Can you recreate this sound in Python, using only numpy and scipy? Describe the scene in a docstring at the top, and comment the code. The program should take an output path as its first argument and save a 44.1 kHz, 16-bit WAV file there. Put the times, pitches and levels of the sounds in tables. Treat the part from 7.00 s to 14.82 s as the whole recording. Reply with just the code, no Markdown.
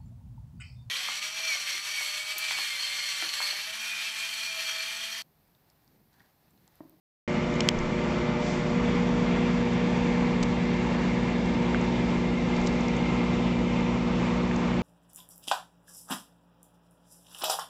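"""A microwave oven runs in a home kitchen, heard from a hand-held camera close to its door.
After a brief silence the microphone opens on transformer hum (mains multiples), fan tones (shaft
multiples and sums with the mains) and rushing air (noise shaped by cavity resonances). At 1.72 s the
magnetron strikes: a thud, the hum deepens, the fan slows. At 3.32 s the camera is lifted and the balance
shifts. Throughout, fingers add ticks and taps (damped modes), brushes and bumps (noise bursts)."""
import sys
import numpy as np
from scipy import signal
from scipy.io import wavfile

SR = 44100
rng = np.random.default_rng(int(sys.argv[2]) if len(sys.argv) > 2 else 0)


def dump_mix(stems):
    """Bounce the given channels to the path in sys.argv[1] as a 16-bit WAV at rate SR."""
    frames = np.atleast_2d(stems).T  # one column per channel
    limited = np.clip(frames, -1, 1)  # hard clip at full scale
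    pcm = np.round(limited * 32767).astype(np.int16)
    wavfile.write(sys.argv[1], SR, pcm)


N = 344862

# Spectrum of the cooling air before it is scaled to its level: pitch_hz, relative_density_db
AIR_SPECTRUM = [(20, -19.5), (45, -4), (110, -4), (170, 0.5), (280, -0.5), (420, -5.5), (800, -7.5),
                (1500, -14.5), (2300, -14), (3100, -19), (4500, -26.5), (7000, -32), (7900, -41),
                (9200, -40)]
# Standing waves in the cavity and ducts: pitch_hz, width_hz, gain_db
CAVITY_MODES = [(123.5, 15, 6), (326, 20, -4.5), (344, 36, 4), (742, 40, -4), (898, 95, 2.5),
                (1036, 50, 3.5), (1184, 26, 4), (1298, 37, 2.5), (1460, 30, 2.5), (1995, 11, 6.5),
                (2054, 25, 4.5), (2096, 20, 8), (2129, 25, 6.5), (2230, 30, 2), (2353, 40, 7.5)]
# Low handling rumble: start_s, level_db (rms before the envelope), length_s
HANDLING_BUMPS = [(0.758, -34, .17), (3.384, -35, .12), (5.543, -43, 0.27)]
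# Skin brushing the shell: start_s, level_db (rms before the envelope), length_s, lowest_hz
SKIN_BRUSHES = [(0.54, -42, 0.003, 4000), (.788, -32.5, 0.0035, 5000), (1.417, -48.5, 0.27, 4000),
                (3.426, -31, 0.014, 1000), (4.458, -41, 0.0045, 3000), (4.812, -44, 0.0057, 4000),
                (5.565, -40, 0.0041, 2000), (5.662, -39, 0.0033, 3500), (5.668, -35, .012, 3500),
                (5.883, -41, 0.0031, 4500), (7.561, -39, 0.0048, 5300)]
# Dull fingertip taps: start_s, strike_level_db, pitch_hz
FINGER_TAPS = [(4.746, -14.5, 1550), (7.5125, -21.5, 1800)]
# Hard ticks on the camera body: start_s, strike_level_db (before each mode's level), contacts (count)
BODY_TICKS = [(.6059, -19.5, 3), (.6883, -9, 1), (.6902, -22.5, 1)]
# Modes of the plastic camera shell: pitch_hz, level_db, t60_s
SHELL_MODES = [(2630, -22, .005), (3270, 4, 0.0059), (4500, 0, 0.0033), (5300, -1, 0.0041),
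               (6300, -6, 0.0022), (7260, -14, .002)]
# Fan motor tones: mains_multiple, shaft_multiple (added to it), warming_db, cooking_db (both rms)
FAN_TONES = [(0, 1, -52, -45), (0, 3, -37, -43), (0, 4, -38, -40), (0, 6, -54, -52), (0, 8, -52, -50),
             (0, 18, -59, -52), (2, 1, -50, -42), (2, 2, -44, -46), (2, 7, -52, -52), (3, -1, -53, -50),
             (4, -1, -51, -47), (6, 3, -47, -49), (6, 4, -53, -50), (10, 4, -56, -54)]
# Transformer hum: mains_multiple, warming_db, cooking_db, lifted_db (cooking after the lift; all rms)
HUM_TONES = [(.5, -57, -57, -57), (1, -45, -43, -41), (2, -50, -51, -43), (3, -37, -30, -31),
             (4, -34, -29, -30), (5, -54, -46, -44), (6, -38, -43, -40), (7, -58, -48, -54),
             (8, -39, -36, -40), (10, -40, -48, -52), (12, -62, -52, -54)]

STRIKE_S, STRIKE_RISE_S = 1.72, 0.016   # the magnetron starts to draw power
LIFT_S, LIFT_RISE_S = 3.32, 0.3   # the camera is lifted along the door
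AIR_DB, AIR_LIFTED_DB = -31, -31.5   # rms before and after the lift
AIR_FLICKER_DB = 0.87
KITCHEN_T60_S, KITCHEN_DB = 0.12, -9.0
BUMP_HZ = 41.4   # top of the rumble band, which spans one octave
BRUSH_TOP_HZ = 6940
CREAKS_PER_S, CREAK_DB, CREAK_S, CREAK_HZ = 0.8, -47, 0.0077, 6000   # highest level, lowest frequency
TAP_T60_S = 0.0091
REBOUND_S, REBOUND_LOSS_DB = 0.0008, 3   # mean spacing and loss of further contacts
MAINS_HZ = 60.005
FAN_WARMUP_HZ, FAN_LOADED_HZ = 51.85, 50.82
FAN_SAG_S, FAN_WANDER_HZ = 0.334, 0.041
WAVER_DB = -0.1   # slow level wander of every tone
SURGE_DB, SURGE_S = -28.5, 0.07   # rms before the envelope, length
START_S, START_RISE_S = 0.2772, 0.00032   # the microphone opens
GAIN_THRESHOLD_DB, GAIN_SLOPE, GAIN_RELEASE_DB_S = -8, 0.31, 5.5   # slope: dB of cut per dB of excess
ROLLOFF_HZ, MIC_CUT_HZ, CUTOFF_HZ = 8050, 9250, 16500
OVERLOAD = 0.77   # amplitude limit


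def from_db(db):
    """Decibel law: amplitude gain of a level in dB."""
    return 10 ** (np.asarray(db) / 20)


def rms_one(x):
    """Power normalization: scale to rms 1."""
    return x / np.sqrt(np.mean(x ** 2) + 1e-20)


def step(at_s, rise_s):
    """Linear transition from 0 to 1."""
    return np.clip((np.arange(N) / SR - at_s) / rise_s, 0, 1)


def drift(rate_hz):
    """Random fluctuation of spread 1: coarse noise smoothed by two equal one-pole low-passes."""
    spacing = 40   # samples between random values
    r = np.exp(-2 * np.pi * rate_hz * spacing / SR)
    noise = rng.standard_normal(N // spacing + 2002)
    slow = signal.lfilter([1], [1, -2 * r, r * r], noise)[2000:]   # settled part only
    return np.interp(np.arange(N) / spacing, np.arange(len(slow)), rms_one(slow))


def band_pass(low_hz, high_hz):
    """Band limitation: a Butterworth filter passing the range between two frequencies."""
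    return signal.butter(2, [low_hz, high_hz], "band", fs=SR, output="sos")


def resonance(x, hz, width_hz, db):
    """Resonance or absorption: a two-pole, two-zero filter lifts or cuts a narrow band."""
    a = from_db(db / 2)
    w = 2 * np.pi * hz / SR
    half = np.pi * width_hz / SR
    zeros = [1 + half * a, -2 * np.cos(w), 1 - half * a]
    poles = [1 + half / a, -2 * np.cos(w), 1 - half / a]
    return signal.lfilter(zeros, poles, x)


def ring(clicks, hz, t60_s):
    """Impulse response of a damped mode: each unit click starts a decaying sine."""
    r = from_db(-60 / (t60_s * SR))
    w = 2 * np.pi * hz / SR
    return signal.lfilter([0, np.sin(w)], [1, -2 * r * np.cos(w), r * r], clicks + 1e-18)


def burst(at_s, level_db, length_s, filt):
    """Transient noise: a filtered random signal under a quick rise and slower fall."""
    out = np.zeros(N)
    at, size = round(at_s * SR), round(length_s * SR)
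    noise = rms_one(signal.sosfilt(filt, rng.standard_normal(SR // 2)))[-size:]
    envelope = np.sin(np.pi * np.linspace(0, 1, size) ** 0.53)
    out[at:at + size] = from_db(level_db) * noise * envelope
    return out


def reflections(x, count=5):
    """Dense echoes off door, counter and walls comb the upper spectrum, shifting as the camera drifts."""
    decay = from_db(-60 * np.arange(SR // 4) / SR / KITCHEN_T60_S)
    decay = decay / np.sqrt(np.sum(decay ** 2))   # unit energy
    upper = band_pass(900, 5000)
    out = np.zeros(N)
    place = np.linspace(0, count - 1, N)
    for k in range(count):
        tail = signal.sosfilt(upper, rng.standard_normal(SR // 4) * decay)
        fade = np.cos(np.pi / 2 * np.clip(place - k, -1, 1))   # equal-power passage between tails
        out += fade * signal.fftconvolve(x, tail)[:N]
    return from_db(KITCHEN_DB) * out


def cooling_air():
    """Flow noise: flickering third-octave bands coloured by standing waves and reflections."""
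    out = np.zeros(N)
    together = drift(4.0)   # flicker shared by all bands
    edges = 18 * 2 ** (np.arange(28) / 3)
    white = rng.standard_normal((2, N))   # neighbouring bands use different noise
    points = np.array(AIR_SPECTRUM)
    for k, (low, high) in enumerate(zip(edges, edges[1:])):
        band = signal.sosfilt(band_pass(low, high), white[k % 2])
        band_db = np.interp(np.log(low * high) / 2, np.log(points[:, 0]), points[:, 1])
        flicker_db = AIR_FLICKER_DB * (0.68 * together + drift(8.6))
        out += from_db(band_db + flicker_db) * band
    for hz, width_hz, db in CAVITY_MODES:
        out = resonance(out, hz, width_hz, db)
    out = out + reflections(out)
    level_db = AIR_DB + (AIR_LIFTED_DB - AIR_DB) * step(LIFT_S, LIFT_RISE_S)
    return rms_one(out) * from_db(level_db)


def bumps():
    """Low-frequency excitation: handling makes bursts of rumble."""
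    rumble = band_pass(BUMP_HZ / 2, BUMP_HZ)
    return sum(burst(s, db, length_s, rumble) for s, db, length_s in HANDLING_BUMPS)


def brushes():
    """Friction noise: skin on the shell makes band noise, with fainter touches at random moments."""
    out = np.zeros(N)
    chance = rng.random((round(CREAKS_PER_S * N / SR), 2))
    creaks = [(when * (N / SR - 2 * CREAK_S), CREAK_DB - 6 * loss, CREAK_S, CREAK_HZ)
              for when, loss in chance]
    for s, db, length_s, lowest_hz in SKIN_BRUSHES + creaks:
        out += burst(s, db, length_s, band_pass(lowest_hz, BRUSH_TOP_HZ))
    return out


def taps():
    """Single-mode impact: each soft fingertip rings one damped note."""
    out = np.zeros(N)
    for s, db, hz in FINGER_TAPS:
        out += from_db(db) * ring(np.arange(N) == round(s * SR), hz, TAP_T60_S)
    return out


def ticks():
    """Modal superposition: each hard contact excites every mode of the plastic shell."""
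    clicks, out = np.zeros(N), np.zeros(N)
    for s, db, contacts in BODY_TICKS:
        k = np.arange(contacts)
        contact_s = s + REBOUND_S * k * rng.uniform(0.8, 1.2, contacts)
        clicks[np.round(contact_s * SR).astype(int)] = from_db(db - REBOUND_LOSS_DB * k)
    for hz, level_db, t60_s in SHELL_MODES:
        out += from_db(level_db) * ring(clicks, hz, t60_s)
    # the shell is too small to push bass
    return signal.sosfilt(signal.butter(2, 1600, "high", fs=SR, output="sos"), out)


def tone(phase, level_db):
    """Simple harmonic motion: a sine of given rms level with random start phase and slight waver."""
    gain = np.sqrt(2) * from_db(level_db + WAVER_DB * drift(0.62))
    return gain * np.sin(phase + 2 * np.pi * rng.random())


def mains_phase():
    """Uniform rotation: phase of the steady mains cycle in radians."""
    return 2 * np.pi * MAINS_HZ * np.arange(N) / SR


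def fan_motor():
    """Rotational modulation: shaft multiples and their sums with the mains from the uneven rotor."""
    strike = step(STRIKE_S, STRIKE_RISE_S)
    # the loaded supply sags, so the fan loses speed over a moment
    sag_hz = (FAN_LOADED_HZ - FAN_WARMUP_HZ) * step(STRIKE_S, FAN_SAG_S)
    fan_hz = FAN_WARMUP_HZ + sag_hz + FAN_WANDER_HZ * drift(0.4)
    mains, shaft = mains_phase(), 2 * np.pi * np.cumsum(fan_hz) / SR
    return sum(tone(m * mains + k * shaft, warm + strike * (cook - warm))
               for m, k, warm, cook in FAN_TONES)


def load_surge():
    """Impulsive loading: the case thuds as the transformer takes the load."""
    return burst(STRIKE_S, SURGE_DB, SURGE_S, band_pass(120, 200))


def transformer():
    """Harmonic synthesis: mains multiples change level at the strike and again at the lift."""
    strike, lift = step(STRIKE_S, STRIKE_RISE_S), step(LIFT_S, LIFT_RISE_S)
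    mains = mains_phase()
    return sum(tone(m * mains, warm + strike * (cook - warm) + lift * (lifted - cook))
               for m, warm, cook, lifted in HUM_TONES)


def scene():
    """Linear superposition of oven and hand in one channel."""
    hand = bumps() + brushes() + taps() + ticks()
    oven = cooling_air() + fan_motor() + load_surge() + transformer()
    return (hand + oven)[None]


def record(dry):
    """Gain control and band limitation: loud peaks duck the level, recovery is slow, the top is cut."""
    ramp = GAIN_RELEASE_DB_S * np.arange(N) / SR
    excess_db = np.maximum(20 * np.log10(abs(dry) + 1e-9) - GAIN_THRESHOLD_DB, 0)
    # a running maximum on a tilted scale holds each duck and releases it steadily
    held_db = np.maximum.accumulate(GAIN_SLOPE * excess_db + ramp, axis=1) - ramp
    smooth_db = signal.lfilter([0.005], [1, -0.995], held_db)
    opened = dry * from_db(-smooth_db) * step(START_S, START_RISE_S)
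    # the microphone path rolls off steeply
    wet = signal.sosfilt(signal.butter(16, ROLLOFF_HZ, fs=SR, output="sos"), opened)
    wet = signal.sosfilt(signal.cheby2(16, 50, MIC_CUT_HZ, fs=SR, output="sos"), wet)
    # flattening a peak splashes energy above the roll-off
    wet = np.clip(wet, -OVERLOAD, OVERLOAD)
    return signal.sosfilt(signal.cheby2(16, 50, CUTOFF_HZ, fs=SR, output="sos"), wet)


dry = scene()
out = record(dry)
dump_mix(out)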